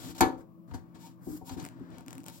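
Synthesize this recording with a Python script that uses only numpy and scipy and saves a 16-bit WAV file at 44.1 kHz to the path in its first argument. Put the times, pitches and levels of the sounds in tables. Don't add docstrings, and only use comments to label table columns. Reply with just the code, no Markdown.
import sys
import numpy as np
from scipy import signal
from scipy.fft import rfft, irfft, next_fast_len
from scipy.io import wavfile
from scipy.ndimage import map_coordinates

SR = 44100
rng = np.random.default_rng(int(sys.argv[2]) if len(sys.argv) > 2 else 0)


def write(x):
    x = np.atleast_2d(x).T
    wavfile.write(sys.argv[1], SR, np.round(np.clip(x, -1, 1) * 32767).astype(np.int16))


N = 105840
SIDE = np.array([[.5], [-.5]])


def amp(db):
    return 10 ** (np.asarray(db) / 20)


def unit(x):
    return x / np.sqrt(np.mean(x ** 2) + 1e-20)


def along(points, hz):
    freqs, values = np.transpose(points)
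    return np.interp(np.log(hz + 1), np.log(freqs + 1), values)


def add(out, start_s, x):
    i = max(round(start_s * SR), 0)
    out[:, i:i + x.shape[-1]] += x[..., :max(N - i, 0)]


def filtered(x, response):
    n = x.shape[-1]
    size = next_fast_len(n + 2048)
    return irfft(rfft(x, size) * response(np.fft.rfftfreq(size, 1 / SR)), size)[..., :n]


def wobble(per_s, n):
    knots = rng.standard_normal(int(n * per_s / SR) + 4)
    return map_coordinates(knots, [np.arange(n) * per_s / SR])


def noise(n, width=1.0):
    return unit(rng.standard_normal(n) + width * rng.standard_normal((2, n)))


def coloured_noise(eq, n, width=1.0):
    return unit(filtered(noise(n, width), lambda hz: amp(along(eq, hz))))


def band_decay(x, t60s):
    hz, t, bands = signal.stft(x, SR, nperseg=128)
    fade = amp(-60 * t / along(t60s, hz)[:, None])
    return signal.istft(bands * fade, SR)[1][:, :x.shape[-1]]


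# (frequency [Hz], level [dB])
AIR_EQ = [(15, -71), (25, -40.5), (92, -5), (195, 3.5), (270, -9), (335, -7), (394, -17), (591, -10),
          (659, -26), (911, -23), (1130, -14.5), (1480, -35.5), (9320, -49), (16000, -32.5)]
# (frequency [Hz], level [dB])
HUM_PARTIALS = [(126, -63), (172.5, -58), (227, -69.5), (327.5, -61), (656, -78)]

def room_tone():
    t = np.arange(N) / SR
    waver_db, air_db = -2, -59
    hum = np.zeros(N)
    for hz, db in HUM_PARTIALS:
        level = amp(db + waver_db * wobble(14, N))
        hum += level * np.sqrt(2) * np.sin(2 * np.pi * hz * t + 0.13 * wobble(6.6, N))
    return hum + amp(air_db) * coloured_noise(AIR_EQ, N)


# (frequency [Hz], T60 [s])
REVERB_DECAY = [(100, .35), (1000, 0.28), (4000, 0.25), (14000, 0.18)]

def reverb(x):
    build_s, wet_db = 0.0076, -11.5
    tail = band_decay(noise(SR // 2, width=1.7), REVERB_DECAY)
    tail *= np.minimum(np.arange(SR // 2) / SR / build_s, 1)
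    return amp(wet_db) * signal.fftconvolve(x, tail / np.linalg.norm(tail[0]), axes=1)[:, :N]


# (time [s], length [s], resonance [Hz], level [dB])
GROAN_CUES = [(1.02, 0.079, 904, -59), (1.29, .1, 300.4, -41.5), (1.403, 0.028, 915, -74),
              (1.469, 0.056, 930, -53), (1.89, 0.086, 253.8, -51.5), (2.056, 0.055, 266.7, -45.5),
              (2.162, 0.052, 267, -47.5)]

def groans():
    out = np.zeros((2, N))
    bandwidth = .08
    for start_s, length, centre_hz, db in GROAN_CUES:
        n = int(length * SR)
        resonance = lambda hz: 1 / (1 + (2 * (hz / centre_hz - 1) / bandwidth) ** 2)
        tone = unit(filtered(noise(n, width=.2), resonance))
        swell = np.sin(np.pi * np.arange(n) / n)
        add(out, start_s, amp(db) * swell * tone)
    return out


# (frequency [Hz], level [dB])
CLATTER_EQ = [(60, -9.5), (200, -3), (450, -0.5), (680, -10.5), (950, -4.5), (1800, -19), (3200, -16.5),
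              (4500, -10), (5600, -24), (6270, -3), (6750, -15.5), (7450, -7), (8200, -18.5),
              (10500, -15.5), (11800, -4), (12800, -17), (16000, -17.5)]
# (time [s], level [dB], low-pass cutoff [Hz])
CATCH_CUES = [(0.712, -54, 3000), (0.743, -49.5, 7750), (1.494, -44, 5640), (1.504, -62, 5530),
              (1.598, -46, 7000)]

def catches(t):
    out = np.zeros((2, N))
    low_cut_hz, t60 = 2500, .07
    for start_s, db, cutoff_hz in CATCH_CUES:
        band = lambda hz: hz / (hz + low_cut_hz) / (1 + (hz / cutoff_hz) ** 4)
        rattle = filtered(noise(len(t)), lambda hz: amp(along(CLATTER_EQ, hz)) * band(hz))
        add(out, start_s, amp(db - 60 * t / t60) * unit(rattle))
    return out


# (frequency [Hz], level [dB], T60 [s])
CERAMIC_MODES = [(205, -18.5, .1), (261.4, -8, 0.55), (289, -10.5, 0.46), (322.6, -9.5, 0.35),
                 (351, -5, 0.2), (411.3, -22, 0.093), (519, -24, 0.78), (538, -20, 0.41), (760.5, 0, 0.2),
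                 (886.5, -4.5, 0.17), (935.3, 1, 0.1), (1059, -19.5, 0.14), (1184, -21, 0.13),
                 (1359, -6, 0.12), (1475, -5.5, 0.14), (1718, -11.5, 0.11), (1810, -10, 0.047),
                 (2251, -8.5, .08), (2550, -12.5, 0.048)]

def ring(t, modes=CERAMIC_MODES):
    return sum((-1) ** k * amp(db - 60 * t / t60) * np.sin(2 * np.pi * hz * t)
               for k, (hz, db, t60) in enumerate(modes))


# (frequency [Hz], level [dB])
TICK_EQ = [(40, -4), (150, 9), (600, 6), (1500, 2), (3500, -1), (6000, 0), (7800, 4), (9500, -3),
           (12000, 0), (16000, -1)]
# (time [s], level [dB])
TICK_CUES = [(1.6285, -40), (1.6422, -36), (1.6515, -30), (1.6638, -35), (1.688, -37), (1.798, -55),
             (1.905, -52), (1.984, -40), (2.0087, -44), (2.0632, -40), (2.0827, -35), (2.1077, -37),
             (2.1301, -35), (2.1318, -40), (2.153, -39), (2.1815, -37), (2.204, -44), (2.2347, -48),
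             (2.2412, -38), (2.2637, -32), (2.2838, -30), (2.2997, -36)]

def ticks(t):
    out = np.zeros((2, N))
    click_db, slip_db, tail_db, ring_db = 6, -4, -27, -28
    slip_t60, tail_t60 = .004, .025
    cepstrum = irfft(np.log(amp(along(TICK_EQ, np.fft.rfftfreq(2048, 1 / SR)))))
    causal_window = np.r_[1, np.full(1023, 2), np.zeros(1024)]
    click = irfft(np.exp(rfft(cepstrum * causal_window)))
    slip = amp(slip_db - 60 * t / slip_t60) + amp(tail_db - 60 * t / tail_t60)
    faint_ring = amp(ring_db) * ring(t)
    for start_s, db in TICK_CUES:
        grit = coloured_noise(TICK_EQ, len(t), width=0.72)
        add(out, start_s, amp(db + click_db) * click / np.abs(click).max())
        add(out, start_s, amp(db) * (slip * grit + faint_ring))
    return out


# (frequency [Hz], level [dB])
HISS_EQ = [(200, 1), (1000, -5.5), (2300, -5.5), (3500, 3), (5000, 4), (6200, 2), (7500, 5.5), (9000, -3),
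           (12000, 4), (16000, 1.5)]
RUMBLE_EQ = [(25, -27), (60, -21), (100, 4.5), (145, -1), (210, -16.5), (260, 5), (320, -11), (420, -16.5),
             (800, -23), (1600, -22), (5000, -70)]
GRIND_EQ = [(100, -12.5), (300, -1.5), (550, -20), (760, -5.5), (915, -4), (1100, -4.5), (1400, -19),
            (2300, -5), (3500, -16.5), (8000, -23.5)]
# (time [s], length [s], attack [s], release per 20 dB [s], hiss [dB],
# hiss tilt above 700 Hz [dB/octave], grind [dB], rumble [dB])
PUSH_CUES = [(0, .113, 0.0014, 0.026, -50, -3, -53, -47),
             (0.147, 0.021, 0.0016, 0.021, -51.5, -4, -48.5, -54),
             (0.179, 0.015, 0.0022, 0.036, -44, -3, -53, -45),
             (0.364, 0.051, .02, 0.029, -71, -1, -75, -54.5),
             (0.674, 0.11, 0.0065, 0.034, -72.5, -3.5, -71, -53.5),
             (0.736, 0.0079, 0.0025, 0.055, -54, -4.5, -56, -38.5),
             (0.818, .12, 0.017, 0.025, -78, -7.5, -67.5, -60),
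             (0.943, 0.0095, 0.0066, 0.072, -56, -6.5, -57.5, -53.5),
             (1.15, 0.087, 0.08, 0.033, -81, -1, -68.5, -55), (0.983, 0.085, .04, .05, -57, -2.5, -54, -56),
             (1.086, 0.029, .01, 0.057, -68.5, -5.5, -78, -59.5),
             (1.207, .168, 0.11, 0.026, -52.5, 4, -66, -49.5),
             (1.404, .04, 0.0087, .03, -73.5, 0.5, -63, -71),
             (1.444, 0.042, .05, 0.034, -47, 1, -47, -50.5),
             (1.506, .04, 0.0088, 0.026, -54, -3.5, -63, -45.5),
             (1.566, .1, 0.0099, 0.027, -54.5, -5, -48, -44.5),
             (1.695, 0.22, 0.0041, 0.066, -65, -8.5, -86.5, -52),
             (1.895, 0.11, 0.028, 0.069, -54, -9, -57, -51),
             (2.066, .15, 0.0092, .03, -66.5, -4.5, -87, -51.5),
             (2.253, 0.038, 0.0087, 0.063, -54.5, -3, -52.5, -50),
             (2.314, 0.07, .015, 0.023, -56.5, -0.5, -85, -60.5)]

def scrape(t):
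    out = np.zeros((2, N))
    judder_db, judder_per_s = 1, 54
    grit_db, grit_per_s = 0.5, 1000
    damping_db_per_s = 99.5
    body = ring(t) * amp(-damping_db_per_s * t)
    body /= np.linalg.norm(body)
    for start_s, length, attack, release, hiss_db, tilt_db, grind_db, rumble_db in PUSH_CUES:
        n = int((length + 3 * release) * SR)
        age = np.arange(n) / SR
        push = np.minimum(age / attack, 1) * amp(-20 * np.maximum(age - length, 0) / release)
        push *= amp(judder_db * wobble(judder_per_s, n))
        grit = noise(n) * amp(grit_db * wobble(grit_per_s, n))
        tilt = lambda hz: tilt_db * np.log2(np.maximum(hz / 700, 1))
        hiss = unit(filtered(grit, lambda hz: amp(along(HISS_EQ, hz) + tilt(hz))))
        rumble = coloured_noise(RUMBLE_EQ, n, width=0.083)
        add(out, start_s, push * (amp(hiss_db) * hiss + amp(rumble_db) * rumble))
        drive = push * filtered(unit(grit), lambda hz: amp(along(GRIND_EQ, hz)))
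        add(out, start_s, amp(grind_db) * signal.fftconvolve(drive, body[None], axes=1))
    return out


# (frequency [Hz], level [dB], T60 [s])
THUD_MODES = [(77.2, 5.5, 0.13), (103.7, -2, 0.66), (129, -12, .34)]
# (frequency [Hz], left over right [dB])
KNOCK_PAN = [(100, 8), (200, 8), (380, 4), (800, 5.5), (1200, 2), (2400, 3), (5000, 3.5), (9000, -1),
             (13000, 2.5)]
# (time [s], level [dB], low-pass cutoff [Hz], thud [dB], damping [dB/s])
KNOCK_CUES = [(0.088, -40, 350, -47, 44), (.2075, -18, 15000, -25, 23.5),
              (0.2134, -28.5, 4960, -32.5, 15.5), (.222, -25.5, 3930, -38.5, 19.5),
              (.385, -46.5, 616, -52.5, 28), (0.7128, -54, 1130, -38, 153), (.741, -46.5, 1020, -39, 49),
              (1.269, -31, 402, -50, 90), (1.285, -37.5, 398, -62, 74), (1.412, -47, 830, -49.5, 9),
              (1.498, -46, 1150, -49, 6), (1.519, -46, 400, -41, 59), (1.563, -32, 354, -45, 108),
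              (1.805, -31, 297, -50.5, 328)]
# (frequency [Hz], T60 [s])
CLATTER_DECAY = [(100, 0.22), (1000, 0.33), (3000, 0.12), (7000, .06), (14000, 0.031)]

def knocks(t):
    out = np.zeros((2, N))
    clatter_db, crack_db, crack_t60 = 1, -7.5, 0.0082
    body, thud = ring(t), ring(t, THUD_MODES)
    for start_s, db, cutoff_hz, thud_db, damping in KNOCK_CUES:
        clatter = band_decay(coloured_noise(CLATTER_EQ, len(t)), CLATTER_DECAY)
        crack = amp(crack_db - 60 * t / crack_t60) * noise(len(t))
        softness = signal.butter(4, cutoff_hz, fs=SR, output="sos")
        hit = signal.sosfilt(softness, body + amp(clatter_db) * clatter + crack)
        add(out, start_s, amp(-damping * t) * (amp(db) * hit + amp(thud_db) * thud))
    return filtered(out, lambda hz: amp(SIDE * (along(KNOCK_PAN, hz) - along(MIX_PAN, hz))))


# (frequency [Hz], left over right [dB])
MIX_PAN = [(100, 3), (220, 5), (400, 1.5), (750, 5.5), (1300, 11), (4400, 2), (8000, 8), (14000, 1.5)]
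# (frequency [Hz], left lead [rad])
STANDING_WAVE_PHASE = [(100, -2.8), (400, 0.27), (750, -0.93), (930, -2.3), (1080, -1.4), (1400, 0.14),
                       (2500, 0.56)]

def stereo_image(hz):
    lag_s = 0.0003713
    phase = 2 * np.pi * hz * lag_s + along(STANDING_WAVE_PHASE, hz)
    return amp(SIDE * along(MIX_PAN, hz)) * np.exp(1j * SIDE * phase)


def scene():
    t = np.arange(SR // 2) / SR
    t_short = t[:len(t) // 2]
    lid = knocks(t) + scrape(t) + groans() + ticks(t_short) + catches(t_short)
    return filtered(lid + reverb(lid) + room_tone(), stereo_image)


def record(dry):
    low_cut_hz, top_hz = 46, 16100
    thinned = signal.lfilter(*signal.butter(4, low_cut_hz, "high", fs=SR), dry)
    return filtered(thinned, lambda hz: hz < top_hz)


dry = scene()
out = record(dry)
write(out)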